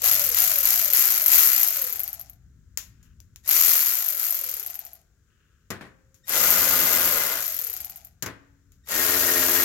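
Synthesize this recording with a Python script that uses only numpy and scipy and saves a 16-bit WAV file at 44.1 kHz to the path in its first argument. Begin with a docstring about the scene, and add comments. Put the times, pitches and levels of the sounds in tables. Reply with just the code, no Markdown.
"""Cordless ratchet over an engine bay

It is blipped in the air, gets a socket snapped on, is blipped again, then spins two bolts; a workshop hums behind.
A crank model (run-up, then friction and drag) gives the speed, and its turns time every contact of the mechanism.
The pawl clacks and rings the steel head (clicks exciting noise bursts), the gears rattle and the motor whines;
left to coast, the tool slows towards single clacks. Seated on a bolt it shakes panels: a drone, a buzz and chatter."""
import sys
import numpy as np
from scipy import signal
from scipy.fft import rfft, irfft
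from scipy.io import wavfile
from scipy.ndimage import uniform_filter1d

SR = 44100
rng = np.random.default_rng(int(sys.argv[2]) if len(sys.argv) > 2 else 0)


def transcribe(signal):
    """Save signal, clipped to [-1, 1], as a 16-bit WAV file at the path in sys.argv[1]."""
    frames = np.atleast_2d(signal).T
    limited = np.clip(frames, -1, 1)
    pcm = np.round(limited * 32767).astype(np.int16)
    wavfile.write(sys.argv[1], SR, pcm)


N = 425124   # length in samples


def from_db(db):
    """Amplitude ratio: 20 dB for each factor of ten."""
    return 10 ** (np.asarray(db) / 20)


def rms_one(x):
    """Normalisation to unit root-mean-square amplitude."""
    return x / np.sqrt(np.mean(x ** 2) + 1e-20)


def in_time(rows, **ends):
    """Linear interpolation of rows of (t/s, value) at every sample."""
    return np.interp(np.arange(N) / SR, *np.transpose(rows), **ends)


def gain_curve(tables):
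    """Envelope: gain along tables of (t/s, level/dB), silent between them."""
    return sum(from_db(in_time(rows, left=-np.inf, right=-np.inf)) for rows in tables)


def band(x, hz, kind):
    """Butterworth filtering: maximally flat in the passed band."""
    edges = np.minimum(hz, .45 * SR)
    return signal.sosfilt(signal.butter(2, edges, kind, fs=SR, output="sos"), x)


def convolve(x, response):
    """Linear superposition: each sample sets off a copy of the impulse response."""
    return signal.oaconvolve(np.atleast_2d(x), np.atleast_2d(response), axes=-1)[:, :N]


def response_of(spectrum, size=4096):
    """Minimum phase: folding the cepstrum gives the causal response of a magnitude spectrum."""
    hz, db = np.transpose(spectrum)
    grid = np.maximum(np.arange(size // 2 + 1) * SR / size, 1)
    magnitude = from_db(np.interp(np.log(grid), np.log(hz), db))
    cepstrum = irfft(np.log(magnitude))
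    cepstrum[1:size // 2] *= 2
    cepstrum[size // 2 + 1:] = 0
    return irfft(np.exp(rfft(cepstrum)))


def colour(x, spectrum):
    """Spectral shaping by a unit-energy response, which keeps the power of a white sound."""
    response = response_of(spectrum)
    return convolve(x, response / np.linalg.norm(response))


# width of the stereo image: f/Hz, level of side minus mid/dB
WIDTH_SPECTRUM = [(100, -13), (400, -12), (1200, -8.5), (4000, 3.5), (15000, -6.5)]


def stereo_noise():
    """Mid-side stereo: white noise, alike on both sides in the bass and less so in the treble."""
    mid, side = rng.standard_normal((2, N))
    return mid + convolve(side, response_of(WIDTH_SPECTRUM)) * [[1], [-1]]


def clicks_at(seconds, sizes):
    """Impulse train: one sample of the given size at each time."""
    samples = np.clip(np.asarray(seconds) * SR, 0, N - 1).astype(int)
    return np.bincount(samples, sizes, N)


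def bursts(clicks, t60):
    """Exponential decay: each click excites a dense cluster of modes, as noise losing 60 dB in t60 seconds."""
    keep_per_sample = from_db(-120 / (t60 * SR))   # acts on power
    power = signal.lfilter([1], [1, -keep_per_sample], clicks ** 2 + 1e-18)
    return np.sqrt(power) * stereo_noise()


def evened(x, hz, size=2400):
    """Slow level normalisation: holds the level within a band near 1, keeping the single strokes."""
    power = band(x.mean(0), hz, "band") ** 2
    slow = uniform_filter1d(uniform_filter1d(power, size), size)
    return x / np.sqrt(np.abs(slow) + power.mean() / 1000)


def echoes(t60, seconds):
    """Diffuse reverberation: decaying noise of unit energy, different on each side."""
    t = np.arange(int(seconds * SR)) / SR
    tail = rng.standard_normal((2, len(t))) * from_db(-60 * t / t60) * (t > .002)
    return tail / np.linalg.norm(tail, axis=1, keepdims=True)


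def strokes(turns, place, scatter_db, jitter_s):
    """Periodic impact: one contact per crank turn, at a given place in the turn."""
    at = np.flatnonzero(np.diff(np.floor(turns - place)) > 0) / SR
    late, force = rng.standard_normal((len(at), 2)).T
    return clicks_at(at + jitter_s * late, from_db(scatter_db * force))


def rattle(speed, per_turn, scatter_db):
    """Random impact process: chance contacts of loose parts, denser as the crank speeds up."""
    struck = rng.random(N) < per_turn * speed / SR
    return struck * from_db(scatter_db * np.minimum(rng.standard_normal(N), 2))


# trigger pulls: t/s, time held/s
TRIGGER_PULLS = [(.0065, .0464), (.3497, .0292), (.6404, .0287), (.9306, .0429), (1.2777, .0894),
                 (3.4502, .2356), (4.1898, .0218), (4.4799, .0047), (6.2658, .8305), (8.866, .9)]
TOP_SPEED, SPIN_UP_S = 87.6, .0422   # speed approached (strokes per s), time constant of the run-up (s)
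FRICTION, DRAG_PER_S = 56.84, .594   # dry friction (strokes per s lost each second), drag (per s)


def crank_speed():
    """First-order dynamics: a pull runs the crank up towards top speed; let go, friction and drag slow it."""
    speed, brake = np.zeros(N), FRICTION / DRAG_PER_S
    for s, held in TRIGGER_PULLS:
        start = int(s * SR)
        t = np.arange(N - start) / SR
        run_up = np.exp(-np.minimum(t, held) / SPIN_UP_S)
        driven = TOP_SPEED + (speed[start] - TOP_SPEED) * run_up
        coast = np.exp(-DRAG_PER_S * np.maximum(t - held, 0))
        speed[start:] = np.maximum((driven + brake) * coast - brake, 0)
    return speed


def pace(speed):
    """Scaling variable of excitation: crank speed averaged over 66 ms, 1 at 60 strokes per s."""
    return np.abs(uniform_filter1d(speed, size=2900)) / 60


LIFT_DB_PER_S = 200   # fall once the socket comes off


def seated(on, lifted):
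    """Contact coupling: 1 while the socket sits on a bolt, decaying exponentially once it is lifted."""
    t = np.arange(N) / SR
    return (t > on) * from_db(-LIFT_DB_PER_S * np.maximum(t - lifted, 0))


# loudness as the tool is turned and moved about: t/s, relative pawl level/dB, relative gear level/dB
TOOL_LOUDNESS = [(0, -15.5, -24), (0.999, -18.5, -28), (1.55, -20, -30), (2.3, -23.5, -31),
                 (3.55, -24.5, -30.5), (4.2, -22, -36), (5, -28, -31.5), (6.4, -23.5, -30.5),
                 (7.1, -24.5, -36.5), (8.05, -25, -32), (8.9, -27, -33), (9.64, -25, -32)]
# socket on a bolt, also used by panels: on t/s, lifted t/s, relative level of the panel shaking/dB
BOLT_CONTACTS = [(6.25, 7.39, -32), (8.85, 9.64, -32.5)]
SEATED_PAWL_DB = -4


def pawl_db():
    """Contact damping: the relative level of the pawl is lower while a bolt holds the head."""
    on_bolt = sum(seated(on, lifted) for on, lifted, _ in BOLT_CONTACTS)
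    return in_time(np.array(TOOL_LOUDNESS)[:, :2]) + SEATED_PAWL_DB * on_bolt


def gears_db():
    """Source level: the relative level shared by the gear train and motor."""
    return in_time(np.array(TOOL_LOUDNESS)[:, ::2])


# spectrum of the workshop: f/Hz, relative level per Hz/dB
SHOP_SPECTRUM = [(22, -19.5), (60, 1.5), (120, -5.5), (250, -14), (420, -22.5), (800, -49.5), (1500, -30.5),
                 (2500, -46), (4500, -49), (7000, -40), (9000, -54), (16000, -44.5)]
# rumble of the workshop: t/s, level/dB
SHOP_RUMBLE = [(0, -52), (1.7, -61.5), (2.4, -53.5), (3.3, -54.5), (4.1, -65), (5.4, -62.5), (9.64, -57)]


def workshop():
    """Broadband flow noise of ventilation: a low rumble that swells and sinks, under a faint hiss."""
    air = colour(stereo_noise(), SHOP_SPECTRUM)
    rumble = from_db(in_time(SHOP_RUMBLE)) * rms_one(band(air, 227, "low"))
    hiss = from_db(-72.0) * rms_one(band(air, 470, "high"))
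    return rumble + hiss


# motor driver chirps at a trigger pull: t/s, relative level/dB
DRIVER_CHIRPS = [(3.451, -55.5), (6.246, -59), (8.845, -67)]
# glove rubbing on the handle, one table a rub: t/s, level/dB
GLOVE_RUBS = [
    [(3, -73), (3.06, -71), (3.14, -79)],
    [(5.23, -96), (5.3, -73.5), (5.5, -73.5), (5.69, -82)],
]
DRIVER_HZ = 1860


def handling():
    """Harmonic and frictional excitation: the pulsed motor driver sings for an instant; the glove rustles."""
    t = np.arange(N) / SR
    tone = sum(np.sin(2 * np.pi * k * DRIVER_HZ * t) / k ** .5 for k in range(1, 5))
    chirps = sum(from_db(db) * np.exp(-((t - s) / 0.0081) ** 2) for s, db in DRIVER_CHIRPS)
    grit = bursts(1. * (rng.random(N) < 900 / SR), t60=.01)   # 900 grains per s
    rustle = rms_one(band(grit, [1250, 1750], "band") + 0.45 * band(grit, [2400, 3100], "band"))
    return tone * chirps + rustle * gain_curve(GLOVE_RUBS)


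# notes that panels keep after a landing: t/s, f/Hz, initial level/dB
PANEL_NOTES = [(5.81, 529, -65), (8.262, 279.6, -60)]


def singing_panels(t60):
    """Free vibration of a single mode: a knocked panel keeps one faint, decaying note."""
    t = np.arange(N) / SR
    notes = 0
    for s, hz, db in PANEL_NOTES:
        decay = (t > s) * from_db(db - 60 * np.abs(t - s) / t60)
        notes += decay * np.sin(2 * np.pi * hz * (t - s))
    return notes


# socket handled and snapped on, small parts ticking: t/s, relative crack level/dB, relative ring level/dB
SOCKET_SNAPS = [(2.7742, -12.5, -35), (3.029, -51, -63), (3.203, -39.5, -64.5), (3.36, -33.5, -59.5),
                (6.144, -48, -61), (8.72, -47, -66)]
# socket landing on a bolt head: t/s, relative steel level/dB, relative panel level/dB
SOCKET_LANDINGS = [(5.704, -31.5, -31), (5.712, -45, -45.5), (5.81, -57, -40), (5.851, -75, -50.5),
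                   (8.224, -25, -34.5), (8.261, -32, -32.5)]
# spectrum of the socket: f/Hz, relative level per Hz/dB
SOCKET_SPECTRUM = [(300, -21), (1800, -6), (2800, -7), (4300, -10), (7000, 1.5), (8300, -15), (12800, -1),
                   (16000, -5)]
# spectrum of a knocked panel: f/Hz, relative level per Hz/dB
KNOCK_SPECTRUM = [(50, -14.5), (100, 8.5), (400, 3.5), (800, -4), (1700, 2), (3000, -13), (6000, -25.5),
                  (15000, -30)]


def socket():
    """Impact excitation: the detent cracks and rings the socket; landings clink steel and thud the panel."""
    s, crack_db, ring_db = np.transpose(SOCKET_SNAPS)
    steel = bursts(clicks_at(s, from_db(crack_db)), t60=0.0041)
    steel += bursts(clicks_at(s, from_db(ring_db)), t60=0.23)
    s, steel_db, panel_db = np.transpose(SOCKET_LANDINGS)
    steel += bursts(clicks_at(s, from_db(steel_db)), t60=0.053)
    thuds = bursts(clicks_at(s, from_db(panel_db)), t60=0.24)
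    return colour(steel, SOCKET_SPECTRUM) + colour(thuds, KNOCK_SPECTRUM)


# spectrum of the shaken panels: f/Hz, relative level per Hz/dB
PANEL_SPECTRUM = [(70, -18), (130, -9.5), (300, -5.5), (560, 1.5), (800, -4), (1400, -1), (2000, -5),
                  (3000, -9), (6000, -15.5)]
# drone of each bolt's mounting, one row a bolt: relative levels of harmonics 1 to 7 of the stroke rate/dB
MOUNT_DRONES = [
    [-8, -7, -7.5, -21.5, -14, -2, -2.1],
    [-5, -13, 0.5, 2, 4, -23, 0.68],
]
# resonances each bolt's mounting adds, one table a bolt: f/Hz, relative level/dB
MOUNT_RESONANCES = [
    [(1225, -16), (1420, -8.5), (2040, -9)],
    [(1410, -11), (1645, -11), (1840, -4), (2120, -9.5)],
]


def panels(speed, turns):
    """Forced vibration: on a bolt the strokes drive a drone at their harmonics, a buzz and loose chatter."""
    thumps = strokes(turns, 0, scatter_db=2, jitter_s=.00013)
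    buzz = band(convolve(thumps, echoes(t60=0.1, seconds=0.071)), 700, "high")
    chatter = bursts(rattle(speed, per_turn=5, scatter_db=-3), t60=0.093)
    blows = rms_one(chatter) + from_db(-0.5) * rms_one(buzz)
    shaking = from_db(-2.5) * evened(colour(blows, PANEL_SPECTRUM), [250, 2200])
    full_speed = (speed / speed.max()) ** 5   # the drone builds up only near top speed
    out = 0
    for (on, lifted, level_db), levels, modes in zip(BOLT_CONTACTS, MOUNT_DRONES, MOUNT_RESONANCES):
        wobble = rms_one(band(rng.standard_normal((len(levels), N)), 21, "low"))   # of the socket on the bolt
        sway = from_db(3.05 * wobble)
        drone = 0
        for k, (db, swell) in enumerate(zip(levels, sway), 1):
            drone += from_db(db) * swell * np.sin(2 * np.pi * (k * turns + rng.random()))
        ringing = 0
        for (hz, db), swell in zip(modes, sway):
            ringing += from_db(db) * swell * rms_one(band(chatter, [hz - 45, hz + 45], "band"))
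        mounting = shaking + from_db(-9.0) * drone * full_speed + from_db(-5) * ringing
        out += mounting * from_db(level_db) * seated(on, lifted)
    return out * (pace(speed) / pace(speed).max()) ** 1.38


WHINE_ORDER = 13.3   # whine cycles per crank turn


def motor(speed, turns):
    """Resonant filtering: rough motor harmonics are heard as each slides through a resonance of the case."""
    whine = 0
    for k in range(1, 6):
        flutter = rms_one(band(rng.standard_normal(N), 48 * k, "low"))
        waver = .62 / k + .5 * flutter
        window_hz = [460, 740] if k == 1 else [660, 830]
        harmonic = np.sin(2 * np.pi * k * WHINE_ORDER * turns) * waver
        whine += k ** -0.1 * band(harmonic, window_hz, "band")
    return whine * from_db(gears_db() - 16.5) * (speed / 60) ** 0.25


# spectrum of the tool's housing, also used by head: f/Hz, relative level per Hz/dB
HOUSING_SPECTRUM = [(120, -35), (330, -25), (600, -24), (1050, -21), (1380, -14), (1650, -18),
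                    (2050, -14.5), (3700, -21), (7000, -12), (8700, -21.5), (11200, -6), (12800, -1.5),
                    (16000, -4)]


def gears(speed, turns):
    """Random tooth impacts over a smooth rub, louder with speed and while the motor pulls the crank up."""
    acceleration = uniform_filter1d(np.gradient(speed) * SR, size=2000)
    pull = np.clip(acceleration / 300, 0, 1)
    teeth = rattle(speed + 9, per_turn=14, scatter_db=2.5)
    ticks = bursts(teeth, t60=0.0058) + from_db(-11.5) * stereo_noise()
    rattling = evened(band(colour(ticks, HOUSING_SPECTRUM), 9000, "low"), [2500, 8000])
    return rattling * from_db(gears_db() - 8.5 + 1.5 * pull) * pace(speed) ** 1.65


# cluster of close modes of the steel head: lowest f/Hz, highest f/Hz
HEAD_MODES = [12370, 13325]


def head(clicks, crack_t60, ring_t60, ring_db):
    """Modal excitation by a blow: a short crack through the housing and the bright ring of the steel head."""
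    crack = colour(bursts(clicks, crack_t60), HOUSING_SPECTRUM)
    ring = band(bursts(clicks, ring_t60), HEAD_MODES, "band")
    return crack + from_db(ring_db) * ring


def pawl(speed, turns):
    """Periodic impact: the pawl drops into the teeth, bounces, and is caught on the return; faster is harder."""
    blows = strokes(turns, 0, scatter_db=0, jitter_s=.0003)
    blows += from_db(-5.5) * strokes(turns, .14, scatter_db=2.0, jitter_s=0.0011)
    blows += from_db(-4.0) * strokes(turns, .52, scatter_db=4.0, jitter_s=0.00044)
    blows += from_db(-7.5) * rattle(speed, per_turn=5.4, scatter_db=2.5)
    running = evened(head(blows, crack_t60=0.0064, ring_t60=0.017, ring_db=5.5), [11000, 15500])
    return running * from_db(pawl_db() - 5.0) * pace(speed) ** 2.82


# hard catches of the pawl, mostly as the trigger bites: t/s, relative level/dB
HARD_CATCHES = [(0.353, -24), (0.642, -11), (0.846, -3), (0.9346, 2), (1.177, -1), (1.261, -1), (1.281, -2),
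                (1.6321, 2), (3.478, -12.5), (3.491, -4), (3.511, 0.5), (4.1589, -15), (6.294, -7),
                (6.5052, 2), (7.59, -10.5)]
CLACK_DB, CLACK_FULL_SPEED = 11.5, 26.6   # added to the pawl level; speed where growth ends (strokes per s)
REBOUND_TURNS, REBOUND_DB = 0.19, -3.5   # the pawl falls back a little later in the turn


def clacks(speed, turns):
    """Impact and rebound: a clack and its rebound each turn, and hard catches; each blow chatters twice."""
    each_turn = strokes(turns, 0, scatter_db=1, jitter_s=0.00012)
    each_turn += from_db(REBOUND_DB) * strokes(turns, REBOUND_TURNS, scatter_db=4, jitter_s=0.0012)
    force = from_db(pawl_db() + CLACK_DB) * (np.minimum(speed, CLACK_FULL_SPEED) / 30) ** 1.1
    s, db = np.transpose(HARD_CATCHES)
    blows = each_turn * force + clicks_at(s, from_db(db))
    at = np.flatnonzero(blows)
    gap = rng.uniform(0.0039, 0.0065, len(at))   # s
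    hits = sum(clicks_at(at / SR + k * gap, blows[at] * from_db(-7 * k)) for k in range(3))
    return from_db(-5) * head(hits, crack_t60=0.0019, ring_t60=0.0084, ring_db=10.5)


# the tool is nearer the left microphone: f/Hz, level of left minus right/dB
LEFT_LEAD_SPECTRUM = [(60, 4), (500, 5), (2000, 3.5), (8000, 12.5), (15000, 4.5)]


def scene():
    """Superposition of direct and reflected sound, with level and arrival differences between the sides."""
    speed = crank_speed()
    turns = np.cumsum(speed) / SR
    ratchet = pawl(speed, turns) + clacks(speed, turns) + gears(speed, turns) + motor(speed, turns)
    direct = ratchet + panels(speed, turns) + socket() + handling() + singing_panels(t60=2.1)
    # bonnet and engine cover
    bay = from_db(-9) * convolve(band(direct, 570, "high"), echoes(t60=0.11, seconds=0.33))
    room = from_db(-10.0) * convolve(band(direct, 2500, "low"), echoes(t60=0.63, seconds=1))
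    left, right = direct + bay + room + workshop()
    louder, softer = (response_of(np.array(LEFT_LEAD_SPECTRUM) * [1, side / 2]) for side in (1, -1))
    later = np.pad(softer, (1, 0))   # the right side lags by one sample
    return np.vstack([convolve(left, louder), convolve(right, later)])


CUTOFF_HZ = 15900


def record(dry):
    """Saturation and band limiting: the highest peaks are clipped, then a steep filter cuts the top."""
    steep = signal.ellip(12, .2, 70, CUTOFF_HZ, fs=SR, output="sos")
    return signal.sosfilt(steep, np.clip(dry, -1, 1))


dry = scene()
out = record(dry)
transcribe(out)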